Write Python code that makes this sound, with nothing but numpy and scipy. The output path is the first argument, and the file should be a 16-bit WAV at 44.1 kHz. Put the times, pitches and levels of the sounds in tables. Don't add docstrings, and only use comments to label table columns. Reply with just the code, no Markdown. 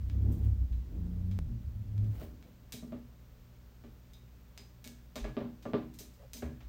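import sys
import numpy as np
from scipy import signal
from scipy.fft import rfft, irfft, next_fast_len
from scipy.io import wavfile

SR = 44100
rng = np.random.default_rng(int(sys.argv[2]) if len(sys.argv) > 2 else 0)


def pcm_store(signal):
    levels = np.round(np.clip(np.atleast_2d(signal), -1, 1) * 32767)
    wavfile.write(sys.argv[1], SR, levels.astype(np.int16).T)


N = 294588
TIME = np.arange(N) / SR
SIZE = 32768
AGE = np.arange(SIZE) / SR
HZ = np.maximum(np.arange(SIZE // 2 + 1) * SR / SIZE, 1)

# [t/s, level/dB, brightness/dB per octave, f/Hz of the part that rings,
#  ring level/dB relative to the click before a common lift, extra snap of the direct sound/dB]
METAL_CLICKS = [(0.0991, -65.5, -9, 3235, -14, 8.5), (0.3213, -60, 7, 3235, -31, -4),
                (0.727, -69, -8.5, 3905, -13, 1.5), (1.314, -64, -7, 3235, -13, 1.5),
                (1.9799, -71.5, -8, 3235, -13, 8.5), (2.0444, -74, -5, 3500, -13, 4),
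                (2.2094, -62, -17, 2221, -28, -6), (2.4265, -68.5, -9, 2221, -20, 5.5),
                (2.723, -45.5, -1, 3905, -20.5, -2.5), (4.135, -67.5, -1.5, 3745, -6, 3),
                (4.577, -55.5, -5.5, 4990, -13, 4), (4.8429, -52.5, -2, 2221, -14, -3),
                (4.8757, -56.5, -1.5, 6760, -34, 5.5), (5.1572, -46, -5.5, 3745, -23.5, -4),
                (5.2432, -52.5, -12, 1680, -14.5, -3), (5.6255, -61.5, -5.5, 3745, -27, -6),
                (5.9392, -62, 1, 4990, -24, -6), (5.9887, -48, 0.5, 4764, -31, -6.5),
                (6.1366, -68.5, 1, 4990, -24, -7), (6.334, -48.5, -0.5, 6130, -16, 0.5),
                (6.3679, -52.5, 0.5, 6264, -29, -8), (6.4233, -50.5, -18, 1680, -26, -3),
                (6.6057, -62, -12, 3500, -26, -7)]


def from_db(db):
    return 10 ** (np.asarray(db) / 20)


def rms_one(x):
    return x / np.sqrt(np.mean(x ** 2) + 1e-20)


def energy_one(x):
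    return x / np.sqrt(np.sum(x ** 2) + 1e-20)


def in_time(rows):
    s, *columns = np.transpose(rows)
    return [np.interp(TIME, s, column) for column in columns]


def during(rows, fade_s):
    start, end = rows[0][0], rows[-1][0]
    fade_in = np.clip((TIME - start) / fade_s + (start < fade_s), 0, 1)
    fade_out = np.clip((end - TIME) / fade_s, 0, 1)
    return fade_in * fade_out


def at_hz(points, hz):
    f, value = np.transpose(points)
    return np.interp(np.log(np.maximum(hz, 1)), np.log(f), value)


def noise(colour):
    size = next_fast_len(N)
    hz = np.arange(size // 2 + 1) * SR / size
    spectrum = rfft(rng.standard_normal(size)) * from_db(at_hz(colour, hz))
    return rms_one(irfft(spectrum, size)[:N])


def drift(rate):
    return rms_one(np.interp(TIME * rate, np.arange(8192), rng.standard_normal(8192)))


def swell(top_s, db, rise_db_per_s, fall_db_per_s):
    below_db = np.maximum(rise_db_per_s * (top_s - TIME), fall_db_per_s * (TIME - top_s))
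    return from_db(db - below_db)


def add(out, s, sound):
    at = int(np.clip(round(s * SR), 0, N - 1))
    out[at:at + len(sound)] += sound[:N - at]


def body_gain(colour, modes, weights, width_hz):
    peaks = sum(w / (1 + ((HZ - hz) / width_hz) ** 2) for (hz, _, _), w in zip(modes, weights))
    return from_db(at_hz(colour, HZ)) * (1 + peaks)


def contact(gain, db, span_s):
    cepstrum = irfft(np.log(gain))
    cepstrum[1:SIZE // 2] *= 2
    cepstrum[SIZE // 2 + 1:] = 0
    pulse = irfft(np.exp(rfft(cepstrum)))
    return from_db(db) * np.sqrt(span_s * SR) * energy_one(pulse)


def ringing(modes, weights_db, rise_s):
    levels_db = weights_db + rng.normal(0, 1.5, len(modes))
    phases = rng.uniform(0, 2 * np.pi, len(modes))
    rings = 0
    for (hz, db, t60), level_db, phase in zip(modes, levels_db, phases):
        decay = from_db(level_db + db - 60 * AGE / t60)
        rings = rings + decay * np.sin(2 * np.pi * hz * AGE + phase)
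    return np.sqrt(2) * rings * (1 - np.exp(-AGE / rise_s))


def room_decay():
    # [f/Hz, t60/s]
    room_t60 = [(100, 0.69), (400, 0.3), (1000, 0.37), (3000, 0.33), (7000, 0.39), (15000, 0.26)]
    centres = 62.5 * 2. ** np.arange(9)
    shares = np.array([np.interp(np.log(HZ), np.log(centres), row) for row in np.eye(len(centres))])
    return shares, from_db(-60 * AGE / at_hz(room_t60, centres)[:, None])


def in_room(pulse, room, thin_hz, echo_s, echo_hz, echo_db, tail_db, build_s):
    shares, decays = room
    diffuse = np.sum(irfft(shares * rfft(rng.standard_normal(SIZE))) * decays, axis=0)
    tail = from_db(tail_db) * energy_one(diffuse * (1 - np.exp(-AGE / build_s)))
    out = signal.fftconvolve(pulse, tail)[:SIZE]
    out += signal.lfilter(*signal.butter(1, thin_hz, "high", fs=SR), pulse)
    echo = signal.lfilter(*signal.butter(2, echo_hz, fs=SR), pulse)
    lag = int(echo_s * SR)
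    out[lag:] += from_db(echo_db) * echo[:-lag]
    return out


def background():
    # [f/Hz, level/dB rms]
    hum_tones = [(60, -56.5), (120, -62.5), (180, -69.5), (240, -72.5), (595, -81.5)]
    # [f/Hz, relative level/dB per Hz]
    air_colour = [(15, -30), (38, 6), (100, 1.5), (160, -4.5), (250, -13), (400, -19.5), (900, -52.5)]
    # [f/Hz, relative level/dB per Hz]
    hiss_colour = [(160, -32), (300, -3.5), (500, -3), (700, -8), (1200, -10), (3000, -15.5), (6500, -19.5),
                   (8500, -24), (10300, -28), (12000, -30), (13500, -16), (14700, -17), (16000, -14.5)]
    hum = 0
    for hz, db in hum_tones:
        waver = from_db(db + 0.68 * drift(3.5))
        hum = hum + waver * np.sin(2 * np.pi * (hz * TIME + rng.random()))
    return np.sqrt(2) * hum + from_db(-59.5) * noise(air_colour) + from_db(-66.5) * noise(hiss_colour)


def engine(rows, tone, level_db, rough):
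    boom_hz, boom_width_hz, boom_db = 100.16, 4.7, 11
    crank_hz, db = in_time(rows)
    turn = 2 * np.pi * np.cumsum(crank_hz) / SR
    tones, power = 0, 0
    for k, order_db in tone:
        nearness = 1 / (1 + ((k * crank_hz - boom_hz) / boom_width_hz) ** 2)
        gain = from_db(order_db + boom_db * nearness)
        wave = np.sin(k * turn + rng.uniform(0, 2 * np.pi))
        tones = tones + gain * (1 + rough * drift(20)) * wave
        power = power + gain ** 2
    return from_db(db + level_db) * tones * np.sqrt(2 / power) * during(rows, 0.061)


def street():
    # [t/s, crank f/Hz, level/dB before the stretch's trim]
    pulling = [(0.0, 33.1, -31), (0.016, 32.2, -37), (0.278, 33.64, -27.5), (0.396, 34.14, -33),
               (0.466, 34.1, -26), (0.532, 32.95, -28), (0.57, 32.8, -40), (0.63, 30.62, -26.5),
               (0.686, 30.52, -44), (0.718, 29.64, -31.5), (0.782, 29.7, -32.5), (0.828, 30.1, -44),
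               (0.9, 29.9, -54)]
    coasting = [(0.9, 31.2, -46.5), (1.046, 29.1, -38), (1.274, 30.3, -38), (1.356, 32.4, -38),
                (1.496, 21.0, -43), (1.58, 19, -37)]
    leaving = [(1.44, 38.4, -48), (1.528, 38.37, -36), (1.712, 37.74, -52.5), (1.82, 34.92, -33),
               (1.848, 34.2, -41.5), (2.012, 34.44, -28), (2.086, 35.7, -32), (2.3, 32.5, -64)]
    # [multiple of the crank rate, relative level/dB]
    pulling_tone = [(1, -14.5), (2, 1), (3, -12), (5, -23.5), (6, -24.5), (7, -28), (9, -29)]
    coasting_tone = [(1, -9), (2, -3.5), (3, 0.5), (4, -21), (6, -4.5), (7, -21.5), (9, -22.5)]
    leaving_tone = [(1, -9), (2, -13), (3, 3.5), (5, -13), (6, -10.5), (7, -36), (9, -28)]
    # [f/Hz, relative level/dB per Hz]
    rumble_colour = [(15, -39), (26, -21), (34, 0.5), (60, 9.5), (100, 1.5), (150, -11), (250, -34),
                     (500, -84)]
    roar_colour = [(70, -15), (150, 1.5), (240, 1), (350, -8), (500, -17.5), (900, -30), (2000, -50),
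                   (5000, -75)]
    # [t/s at the top, level/dB, rise/dB per s, fall/dB per s]
    pushes = [(0.299, -39.5, 78, 54.5), (0.96, -48, 111, 17), (2.02, -51.5, 116, 28)]
    rumble_db = -41.5 - 59 * np.maximum(TIME - 2.132, 0)
    rumble = from_db(rumble_db) * noise(rumble_colour)
    roar = sum(swell(*row) for row in pushes) * noise(roar_colour)
    notes = (engine(pulling, pulling_tone, level_db=0.66, rough=0.15)
             + engine(coasting, coasting_tone, level_db=3.0, rough=0.26)
             + engine(leaving, leaving_tone, level_db=-1.25, rough=0.27))
    return notes + rumble + roar


def dry_tick(fall_s=0.0019):
    # [t/s, peak level/dB]
    tick = (1.3896, -29.5)
    tick_s, tick_db = tick
    out = np.zeros(N)
    add(out, tick_s, -from_db(tick_db) * np.exp(-AGE / fall_s))
    return out


def thuds(rise_s=0.0198):
    # [t/s, level/dB before a common trim, f/Hz]
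    bumps = [(5.221, -29.5, 46.6), (5.284, -42, 133.7), (6.24, -51, 131.6), (6.44, -32.5, 73),
             (6.489, -40.5, 141.4), (6.58, -44.5, 118), (6.64, -39.5, 54.3)]
    out = np.zeros(N)
    envelope = (AGE / rise_s / 2) ** 2 * np.exp(2 - AGE / rise_s)
    for s, db, hz in bumps:
        add(out, s - rise_s, from_db(db - 4.0) * envelope * np.sin(2 * np.pi * hz * AGE))
    return out


def scuffs():
    # [t/s, level/dB]
    shifts = [(2.48, -65), (6.232, -57)]
    groan_hz, width_hz, spread_s = 525, 58, 0.034
    resonance = signal.iirpeak(groan_hz, groan_hz / width_hz, fs=SR)
    groan = rms_one(signal.lfilter(*resonance, rng.standard_normal(N)))
    return groan * sum(from_db(db) * np.exp(-((TIME - s) / spread_s) ** 2) for s, db in shifts)


def rubbing(slips_per_s=260, slip_db=-11.5, smooth_db=-5.0):
    # [t/s of letting go, level/dB before the slip and smooth gains, swell/dB per s]
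    strokes = [(0.33, -67, 12), (0.455, -60, 149), (1.33, -71.5, 8), (2.235, -51.5, 87)]
    # [f/Hz, relative level/dB per Hz]
    rub_colour = [(300, -11), (550, 2), (900, -9), (1500, -12.5), (3000, -14.5), (6500, -22.5),
                  (10500, -24), (12500, -32.5), (14500, -12), (16000, -12.5)]
    pressure = sum(swell(s, db, rise, fall_db_per_s=198) for s, db, rise in strokes)
    slips = (rng.random(N) < slips_per_s / SR) * rng.uniform(0.26, 1, N)
    slip_decay = np.exp(-1 / (0.0017 * SR))
    grain = rms_one(signal.lfilter([1], [1, -slip_decay], slips + 1e-18))
    return pressure * (from_db(smooth_db) + from_db(slip_db) * grain) * noise(rub_colour)


def bottle(room, peaks_db=-5.0):
    # [t/s, level/dB, hardness as corner f/Hz, extra boom/dB: high landing flat, low on the edge]
    knocks = [(2.215, -47.5, 641, 4), (2.826, -43.5, 1200, 17), (2.9225, -42.5, 2230, 7),
              (3.839, -52, 3000, 5.5), (5.1571, -45.5, 1600, -7), (5.2446, -42, 2120, -2),
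              (5.368, -34.5, 2500, 4), (5.407, -41, 1880, 4.5), (5.6545, -38, 1610, 1.5),
              (5.7348, -31, 2270, 2), (6.4234, -40, 695, -3)]
    # [f/Hz, relative level/dB per Hz]
    knock_colour = [(40, -24), (90, -9.5), (130, 1.5), (175, -7.5), (235, 7), (340, -10), (410, 1.5),
                    (490, -6.5), (630, -4), (900, -13.5), (1700, -19.5), (3600, -19), (5000, -23),
                    (8000, -40), (12000, -101)]
    # [f/Hz, level/dB over the knock's own spectrum before a common trim, t60/s]
    table_modes = [(119.1, -5.5, 0.48), (239.7, 0, 0.45), (314, 2, 0.59), (396.4, -0.5, 0.23),
                   (432.5, -2.5, 0.28), (567, 2, 0.27), (626, 5, 0.12), (1047, -3, 0.23), (1176, 8.5, 0.19),
                   (1403, -5.5, 0.22), (1737, 10, 0.077), (2370, -4, 0.14), (2780, 12.5, 0.064),
                   (3100, 0, 0.15)]
    boom_below_hz = 326
    out, mode_hz = np.zeros(N), np.array(table_modes)[:, 0]
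    jolts = [(s + 0.01436, db - 5, 525, 3.5) for s, db, *_ in METAL_CLICKS]
    for s, db, hardness_hz, boom_db in knocks + jolts:
        chance_db = rng.normal(0, 3.0, len(table_modes))
        sharp = from_db(peaks_db + chance_db) * np.minimum(mode_hz / 1100, 1)
        body = body_gain(knock_colour, table_modes, sharp, width_hz=11)
        softness = 1 / np.sqrt(1 + (HZ / hardness_hz) ** 4)
        boom = from_db(boom_db / (1 + (HZ / boom_below_hz) ** 4))
        knock = contact(body * softness * boom, db, span_s=0.006)
        drive_db = 20 * np.log10(np.interp(mode_hz, HZ, np.abs(rfft(knock))))
        heard = in_room(knock, room, thin_hz=650, echo_s=0.00774, echo_hz=1270, echo_db=2.0,
                        tail_db=4.0, build_s=0.0027)
        ring = ringing(table_modes, drive_db - 50, rise_s=0.0029)
        add(out, s, heard + ring)
    return out


def corkscrew(room, own_octaves=0.028, fall_db=10.5, peaks_db=1.0, tilt_from_hz=1500):
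    # [f/Hz, relative level/dB per Hz]
    click_colour = [(200, -31), (700, -9), (1400, -12), (2300, -4), (3100, -3), (3900, -1.5), (5000, -1),
                    (6200, -0.5), (9500, -4), (11300, -12.5), (14500, 3.5), (16000, -18.5)]
    # [f/Hz, relative level/dB, t60/s]
    metal_modes = [(1618, -5, .4), (1680, 1, .55), (2221, -2, .42), (2330, -3, .2), (2510, -4, .18),
                   (3235, -1, .2), (3500, -1, .28), (3745, -1, .36), (3905, -1, .33), (4080, 0, .36),
                   (4764, -2, .23), (4990, 1, .32), (6040, -3, .3), (6130, -2, .23), (6264, -2, .4),
                   (6430, -4, .27), (6760, -2, .25), (7170, -2, .21), (7960, -4, .2), (9394, -5, .21),
                   (14050, -2, .17)]
    other_modes_db = 7.5
    out, mode_hz = np.zeros(N), np.array(metal_modes)[:, 0]
    octaves = np.log2(np.maximum(HZ / tilt_from_hz, 1))
    for s, db, brightness_db, ring_hz, ring_db, snap_db in METAL_CLICKS:
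        struck_hz = mode_hz[np.argmin(np.abs(mode_hz - ring_hz))]
        apart = np.abs(np.log2(mode_hz / struck_hz))
        not_hit = 1 - np.exp(-(apart / own_octaves) ** 2)
        weights_db = -fall_db * apart - other_modes_db * not_hit
        chance_db = rng.normal(0, 3.0, len(metal_modes))
        peaks = from_db(peaks_db + .5 * weights_db + chance_db)
        body = body_gain(click_colour, metal_modes, peaks, width_hz=21)
        crack = contact(body * from_db(brightness_db * octaves), db, span_s=0.0069)
        heard = in_room(crack, room, thin_hz=300, echo_s=.006, echo_hz=14000, echo_db=-5.5,
                        tail_db=4.0, build_s=0.00033)
        ring = ringing(metal_modes, weights_db + db + ring_db + 7.0, rise_s=.0005)
        snap = (from_db(snap_db) - 1) * crack
        add(out, s, heard + snap + ring)
    return out


def scene():
    room = room_decay()
    far = background() + street()
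    sundry = dry_tick() + thuds() + scuffs()
    hands = rubbing() + bottle(room) + corkscrew(room)
    return (far + sundry + hands)[None]


def record(dry):
    return signal.sosfilt(signal.ellip(12, .3, 80, 15900, fs=SR, output="sos"), dry)


dry = scene()
out = record(dry)
pcm_store(out)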